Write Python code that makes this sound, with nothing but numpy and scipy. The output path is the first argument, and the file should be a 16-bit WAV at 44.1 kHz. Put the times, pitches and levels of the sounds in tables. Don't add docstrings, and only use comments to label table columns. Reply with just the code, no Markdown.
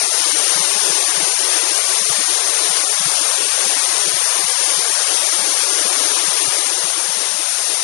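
import sys
import numpy as np
from scipy import signal
from scipy.fft import rfft, irfft, dct, next_fast_len
from scipy.io import wavfile
from scipy.ndimage import uniform_filter1d, minimum_filter1d, map_coordinates

SR = 44100
rng = np.random.default_rng(int(sys.argv[2]) if len(sys.argv) > 2 else 0)


def wav_out(sig):
    wavfile.write(sys.argv[1], SR, np.round(np.clip(np.atleast_2d(sig).T, -1, 1) * 32767).astype(np.int16))


def natural_amplitude(level_db):
    exponent = np.asarray(level_db, float) / 20
    return 10 ** exponent


N = 345303

# pitch_hz, level_db
RUSH_COLOUR = [(150, -13), (280, -7), (400, -4.5), (600, -4.5), (1090, -4.5), (1500, -6), (2890, -5.5),
               (4970, -3), (5700, -0.5), (6250, 1), (6750, -3.5), (7600, -3), (8200, -8.5), (9000, -40.5)]
# pitch_hz, level_db
SPRAY_COLOUR = [(6000, -40.5), (7600, -16.5), (8200, -0.5), (8800, 3.5), (9500, 1), (10600, 1), (11500, -5)]
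# start_s (the middle), depth_db, length_s
POOL_LULLS = [(.26, 5, .08), (.94, 3.5, .08), (1.833, 7, .08), (2.212, 7, .09), (2.715, 9, .06),
              (2.993, 20, .09), (3.208, 9.5, .1), (3.337, 8, .07), (3.53, 4, .08), (3.82, 2.5, .13),
              (4.014, 5, .06), (4.26, 12, .11), (4.44, 5.5, .06), (4.66, 12.5, .08), (4.945, 8, .06),
              (5.06, 11, .07), (5.309, 6, .08), (5.41, 5, .05), (5.55, 7, .07), (7.097, 9, .1),
              (7.26, 6, .06), (7.403, 6.5, .05), (7.517, 20, .11), (7.662, 9, .06)]
# start_s, level_db, pitch_hz
BASS_BLIPS = [(0.031, -45, 273), (0.391, -43, 273), (0.554, -39, 172), (0.595, -38, 174),
              (0.752, -41.5, 215), (0.895, -40.5, 171), (1.17, -40, 170), (1.221, -39, 175),
              (2.008, -42, 210), (2.093, -44, 103), (2.096, -41, 150), (2.096, -47, 60), (2.097, -47, 82),
              (0.597, -57, 60), (2.181, -39.5, 214), (2.695, -42, 170), (2.999, -39, 179),
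              (3.054, -34.5, 153), (3.199, -45, 274), (3.654, -40.5, 211), (4.067, -41.5, 171),
              (4.135, -42, 133), (4.435, -43, 171), (4.772, -42.5, 170), (5.385, -43.5, 208),
              (5.411, -44, 206), (5.846, -39.5, 212), (6.275, -40, 173), (6.472, -39, 136),
              (6.836, -43, 173), (7.085, -44.5, 178), (7.164, -45, 216), (7.311, -51, 213),
              (7.337, -49, 209), (7.735, -51, 212)]
# start_s, level_db
EDGE_BLIPS = [(0.325, -40), (1.199, -41), (1.415, -41.5), (1.631, -42.5), (1.699, -56), (2.201, -42),
              (3.417, -42), (3.682, -50), (3.76, -38.5), (4.383, -41.5), (5.483, -40), (5.797, -42.5),
              (5.965, -39), (6.002, -37), (6.042, -42), (6.108, -41), (6.243, -44), (6.446, -38.5),
              (6.657, -42), (7.207, -44), (7.506, -57)]
# start_s, level_db
HEM_BLIPS = [(0.196, -38.5), (0.258, -36.5), (0.34, -34), (0.402, -43), (0.508, -40), (0.567, -37),
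             (0.65, -40.5), (0.675, -42), (0.762, -48), (0.949, -37), (1.08, -38), (1.148, -43),
             (1.196, -35), (1.414, -46), (1.551, -38.5), (1.629, -37), (1.708, -35), (1.923, -57),
             (2.031, -46), (2.089, -50), (2.189, -38), (2.293, -40), (2.489, -42), (2.611, -40),
             (2.735, -53), (2.793, -41), (2.828, -39), (3.073, -38), (3.209, -38), (3.462, -43),
             (3.594, -45), (3.683, -42), (3.708, -43), (3.923, -40), (4.08, -50), (4.671, -40.5),
             (4.711, -41), (5.103, -39), (5.199, -44), (5.326, -38), (5.426, -41), (5.467, -39),
             (5.51, -39), (5.613, -42), (5.714, -38), (5.772, -44), (5.802, -38), (5.859, -38),
             (6.051, -36), (6.165, -37), (6.23, -36), (6.416, -37), (6.579, -36), (6.761, -48),
             (6.865, -42), (6.968, -37), (7.201, -50), (7.39, -38), (7.595, -47), (7.69, -44)]
# start_s, length_s, level_db
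NOTCH_LEAKS = [
    (.59, .04, -50),
    (2.08, .05, -53),
    (2.6, .08, -56),
    (2.83, .14, -51),
    (4.52, .06, -57),
    (5.98, .05, -55),
    (6.98, .09, -50),
    (7.68, .1, -56),
]
# pitch_hz, level_db
MICROPHONE = [(7000, 0), (7550, -1.5), (7740, -7), (7805, -32), (7895, -32), (7965, -7), (8200, -1),
              (8600, 0), (10950, 0), (11130, -6), (11170, -90)]
# start_s, level_db
LEVEL_RIDE = [
    (0.0, -22),
    (0.11, -23),
    (0.15, -21.5),
    (1.46, -22),
    (6.3, -22),
    (7.83, -21.5),
]
# pitch_hz, level_db
FAR_VIEW = [(350, -3.5), (600, -2), (1200, -2.5), (2500, -1), (5000, -0.8), (11000, -0.2)]
# pitch_hz, share
LEFT_IN_RIGHT = [(150, .4), (300, .64), (600, .64), (1200, .58), (3000, .43), (7000, .3), (11000, .12)]
# pitch_hz, level_db
RIGHT_LEVEL = [(80, -37), (170, -24.5), (300, -30.5), (2000, -28.5), (6000, -30), (7590, -29.5),
               (7660, -60), (7960, -60), (8030, -29), (11000, -28.5)]
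# pitch_hz, step_db
SHORT_STEPS = [(200, -7.3), (1000, -6.4), (3000, -6.5), (6000, -6.8), (11000, -7)]
# pitch_hz, step_db
LONG_STEPS = [(60, -35), (240, -30), (450, -18.5), (2000, -14.5), (7000, -15.5), (9000, -9)]
# pitch_hz, step_db
LEFT_STEPS = [(60, -56), (200, -57), (350, -39.5), (1000, -30), (2500, -26), (6000, -29.5), (7500, -22.5),
              (7750, -48), (7950, -38), (8200, -32), (11000, -27.5), (11200, -50)]
# pitch_hz, step_db
RIGHT_STEPS = [(30, -58), (150, -54), (300, -45), (1000, -41), (3000, -37), (6000, -33), (7400, -36),
               (9000, -30), (11000, -31)]
# start_s (the middle), pitch_hz, depth_db
STARVED_BANDS = [(0.0, 3574, 13), (0.01, 3100, 10), (0.31, 2520, 9), (0.6, 2368, 10), (0.87, 3919, 9),
                 (0.91, 1920, 10), (1.03, 2067, 11), (1.21, 1400, 8), (1.47, 1421, 23), (1.54, 2240, 10),
                 (1.82, 904, 15), (1.87, 2583, 12), (1.95, 3270, 11), (2.1, 2260, 14), (2.1, 3488, 14),
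                 (2.73, 2713, 10), (2.91, 3170, 10), (3.05, 1490, 12), (3.07, 2540, 11), (3.19, 3789, 11),
                 (3.29, 1960, 11), (3.49, 970, 10), (3.72, 3040, 13), (4.02, 2220, 10), (4.42, 2750, 10),
                 (4.45, 615, 12), (4.64, 2497, 17), (4.75, 1808, 7), (4.81, 2799, 15), (4.89, 3617, 12),
                 (5.39, 2153, 9), (5.49, 1765, 10), (5.56, 1981, 12), (5.9, 2080, 14), (6.08, 1937, 10),
                 (6.45, 1550, 10), (6.47, 4177, 8), (6.77, 2600, 12), (6.83, 2050, 10), (7.54, 1130, 10)]

BLIP_S = 0.029


def unit(x):
    return x / np.sqrt(np.mean(x ** 2) + 1e-20)


def along(points, hz):
    f, v = np.transpose(points)
    return np.interp(np.log(hz + 1), np.log(f + 1), v)


def wobble(rate):
    knots = rng.standard_normal(int(N * rate / SR) + 4)
    return map_coordinates(knots, [np.arange(N) * rate / SR])


def filtered(x, response):
    m = next_fast_len(N + 8192)
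    hz = np.fft.rfftfreq(m, 1 / SR)
    return irfft(rfft(x, m) * response(hz), m)[..., :N]


def splashes(colour, patchy_db, drop_db, drops):
    z = signal.stft(rng.standard_normal((2, N)), nperseg=512)[2]
    patches = uniform_filter1d(rng.standard_normal(z.shape), 4, axis=1)
    patches = unit(uniform_filter1d(patches, 8, axis=2))
    bed = unit(signal.istft(z * natural_amplitude(patchy_db * patches), nperseg=512)[1][:, :N])
    strikes = (rng.random((2, N)) < drops / SR) * rng.standard_normal((2, N))
    mixed = bed + natural_amplitude(drop_db) * unit(strikes)
    return unit(filtered(mixed, lambda hz: natural_amplitude(along(colour, hz))))


def lulls():
    t = np.arange(0, N, 64) / SR
    fall_db = np.zeros(len(t))
    for middle, depth_db, length in POOL_LULLS:
        fall_db += depth_db * np.exp(-((t - middle) / (0.55 * length)) ** 4)
    return -np.interp(np.arange(N) / SR, t, fall_db)


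def pool_churn(rush):
    low = filtered(rush, lambda hz: 1 / (1 + (hz / 490) ** 12))
    heaves_db, gulps_db = 0.52 * wobble(4), 1.32 * wobble(11)
    churn_db = -0.25 + heaves_db + gulps_db + lulls()
    return (natural_amplitude(churn_db) - 1) * low


def ragged_brim(rush):
    brim = filtered(rush, lambda hz: (hz > 7350) * (hz < 7850))
    ragged_db = 2 * np.minimum(wobble(14), 0.6)
    return (natural_amplitude(ragged_db) - 1) * brim


def waterfall():
    surge_db = -15.6 + 0.15 * wobble(4) + 0.3 * wobble(14) + 0.3 * wobble(40)
    rush = natural_amplitude(surge_db) * splashes(RUSH_COLOUR, patchy_db=0.99, drop_db=-13.5, drops=900)
    spray_db = surge_db + 2.5
    spray = natural_amplitude(spray_db) * splashes(SPRAY_COLOUR, patchy_db=0.5, drop_db=-13.5, drops=1500)
    return rush + pool_churn(rush) + ragged_brim(rush) + spray


def blips():
    out = np.zeros(N + SR)
    t = np.arange(round(BLIP_S * SR)) / SR
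    edge = [(s, db - 0.5, 285) for s, db in EDGE_BLIPS]
    hem = [(s, db - 1, 325) for s, db in HEM_BLIPS]
    for s, db, hz in BASS_BLIPS + edge + hem:
        tone = np.sin(2 * np.pi * (hz * t + rng.random()))
        swell = np.sin(np.pi * t / BLIP_S) ** 1.5 * tone
        out[round((s - 0.004) * SR):][:len(t)] += natural_amplitude(db + 9.5) * swell
    return out[:N]


def smear(swells):
    spread_shape = np.hanning(round(0.055 * SR))
    spread = signal.fftconvolve(swells ** 2, spread_shape, mode="same") / (BLIP_S * SR)
    dull = lambda hz: hz ** 2 / (hz ** 2 + 80 ** 2) / (1 + (hz / 150) ** 4)
    rumble = filtered(rng.standard_normal(N), dull)
    return natural_amplitude(-26) * np.sqrt(np.abs(spread)) * unit(rumble)


def leaks():
    gate = np.zeros(N)
    for s, length, db in NOTCH_LEAKS:
        swell = np.hanning(round(1.5 * length * SR))
        gate[round((s - length / 4) * SR):][:len(swell)] += natural_amplitude(db - 3) * swell
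    return gate * unit(filtered(rng.standard_normal(N), lambda hz: abs(hz - 7850) < 80))


def dissolve(beds, swells):
    fade_start_s, fade_s = 6.45, 1.6
    new = np.clip((np.arange(N) / SR - fade_start_s) / fade_s, 0, 1)
    old = 1 - new
    far = filtered(beds[1], lambda hz: (hz > 332) * natural_amplitude(along(FAR_VIEW, hz)))
    left = old * beds[0] + new * far + swells
    return left, old * beds[1] - new * beds[0]


def leak_to_right(left, own):
    alike = lambda hz: np.clip(along(LEFT_IN_RIGHT, hz), 0, 1)
    shares = lambda hz: natural_amplitude(along(RIGHT_LEVEL, hz)) * [alike(hz), np.sqrt(1 - alike(hz) ** 2)]
    late = np.roll(left, 1)
    return filtered(np.array([late, own]), shares).sum(axis=0)


def faint_noises():
    colours = lambda hz: [(hz / 220) ** 4 / (1 + (hz / 270) ** 10), 1 / (1 + (hz / 60) ** 4)]
    residue, hum = filtered(rng.standard_normal((2, N)), colours)
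    residue_db = -71.5 + 5.2 * wobble(11) + 7.7 * wobble(7.7)
    hum_db = -79.5 + 3.3 * wobble(16) + 5 * wobble(6)
    return natural_amplitude(residue_db) * unit(residue), natural_amplitude(hum_db) * unit(hum)


def squeeze(x, steps, size, count, scatter_db, round_up, steep=False, gaps=()):
    lead = 2 * size - count % size
    padded = np.pad(x, (lead, 2 * size + (-lead - N) % size), mode="reflect")
    window = np.sin(np.pi * (np.arange(2 * size) + 0.5) / (2 * size))
    if steep:
        rise = np.cumsum(np.kaiser(size + 1, 4 * np.pi))
        window = np.sqrt(np.r_[rise[:-1], rise[-2::-1]] / rise[-1])
    blocks = np.lib.stride_tricks.sliding_window_view(padded, 2 * size)[::size] * window
    a, b, c, d = np.split(blocks, 4, axis=1)
    lines = dct(np.hstack([-c[:, ::-1] - d, a - b[:, ::-1]]), type=4, norm="ortho")
    s = (np.arange(len(lines)) * size + size - lead) / SR
    hz = (np.arange(size) + 0.5) * SR / (2 * size)
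    loss_db = np.zeros(lines.shape)
    for middle_s, middle_hz, depth_db in gaps:
        in_time = np.exp(-((s - middle_s) / 0.059) ** 2)
        in_pitch = np.exp(-((hz - middle_hz) / 42) ** 2)
        loss_db += depth_db * np.outer(in_time, in_pitch)
    lines = lines * natural_amplitude(-1.5 * loss_db)
    bands = rng.standard_normal((len(lines), 64))
    scatter = np.repeat(bands, size // 64, axis=1)
    step = natural_amplitude(along(steps, hz) + scatter_db * scatter)
    kept = np.sign(lines) * step * np.floor(np.abs(lines) / step + round_up)
    p, q = np.split(dct(kept, type=4, norm="ortho"), 2, axis=1)
    back = np.hstack([q, -q[:, ::-1], -p[:, ::-1], -p]) * window
    joined = back[1:, :size] + back[:-1, size:]
    return joined.ravel()[lead - size:][:N]


def limited(x, top):
    need = np.minimum(1, top / (np.abs(x) + 1e-9))
    lowest = minimum_filter1d(need, size=301, axis=1)
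    return x * uniform_filter1d(lowest, size=301, axis=1)


def scene():
    return waterfall()


def top_cut(x):
    return signal.sosfilt(signal.butter(12, 12240, fs=SR, output="sos"), x)


def record(dry):
    microphone = lambda hz: natural_amplitude(along(MICROPHONE, hz)) * [hz > 332, hz > 0]
    beds = [squeeze(x, SHORT_STEPS, size=576, count=100, scatter_db=1.4, round_up=0.42)
            for x in filtered(dry, microphone)]
    s, ride_db = np.transpose(LEVEL_RIDE)
    ride = natural_amplitude(np.interp(np.arange(N) / SR, s, ride_db) + 22)
    swells = blips() / ride
    left, own = dissolve(beds, swells)
    right = leak_to_right(left, own)
    left = squeeze(left, LONG_STEPS, size=2048, count=1966, scatter_db=2.0, round_up=0.45)
    residue, hum = faint_noises()
    deep_swells = filtered(swells, lambda hz: hz < 240)
    left = left + residue + smear(deep_swells) + leaks() / ride
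    right = right + hum
    both = limited(ride * np.array([left, right]), top=0.97)
    left, right = filtered(both, lambda hz: np.array([hz < 11210, hz < 11150]))
    left = squeeze(left, LEFT_STEPS, size=1024, count=366, scatter_db=2.5, round_up=0.4,
                   steep=True, gaps=STARVED_BANDS)
    right = squeeze(right, RIGHT_STEPS, size=1024, count=366, scatter_db=2.2, round_up=0.4, steep=True)
    return top_cut(np.array([left, right]))


dry = scene()
out = record(dry)
wav_out(out)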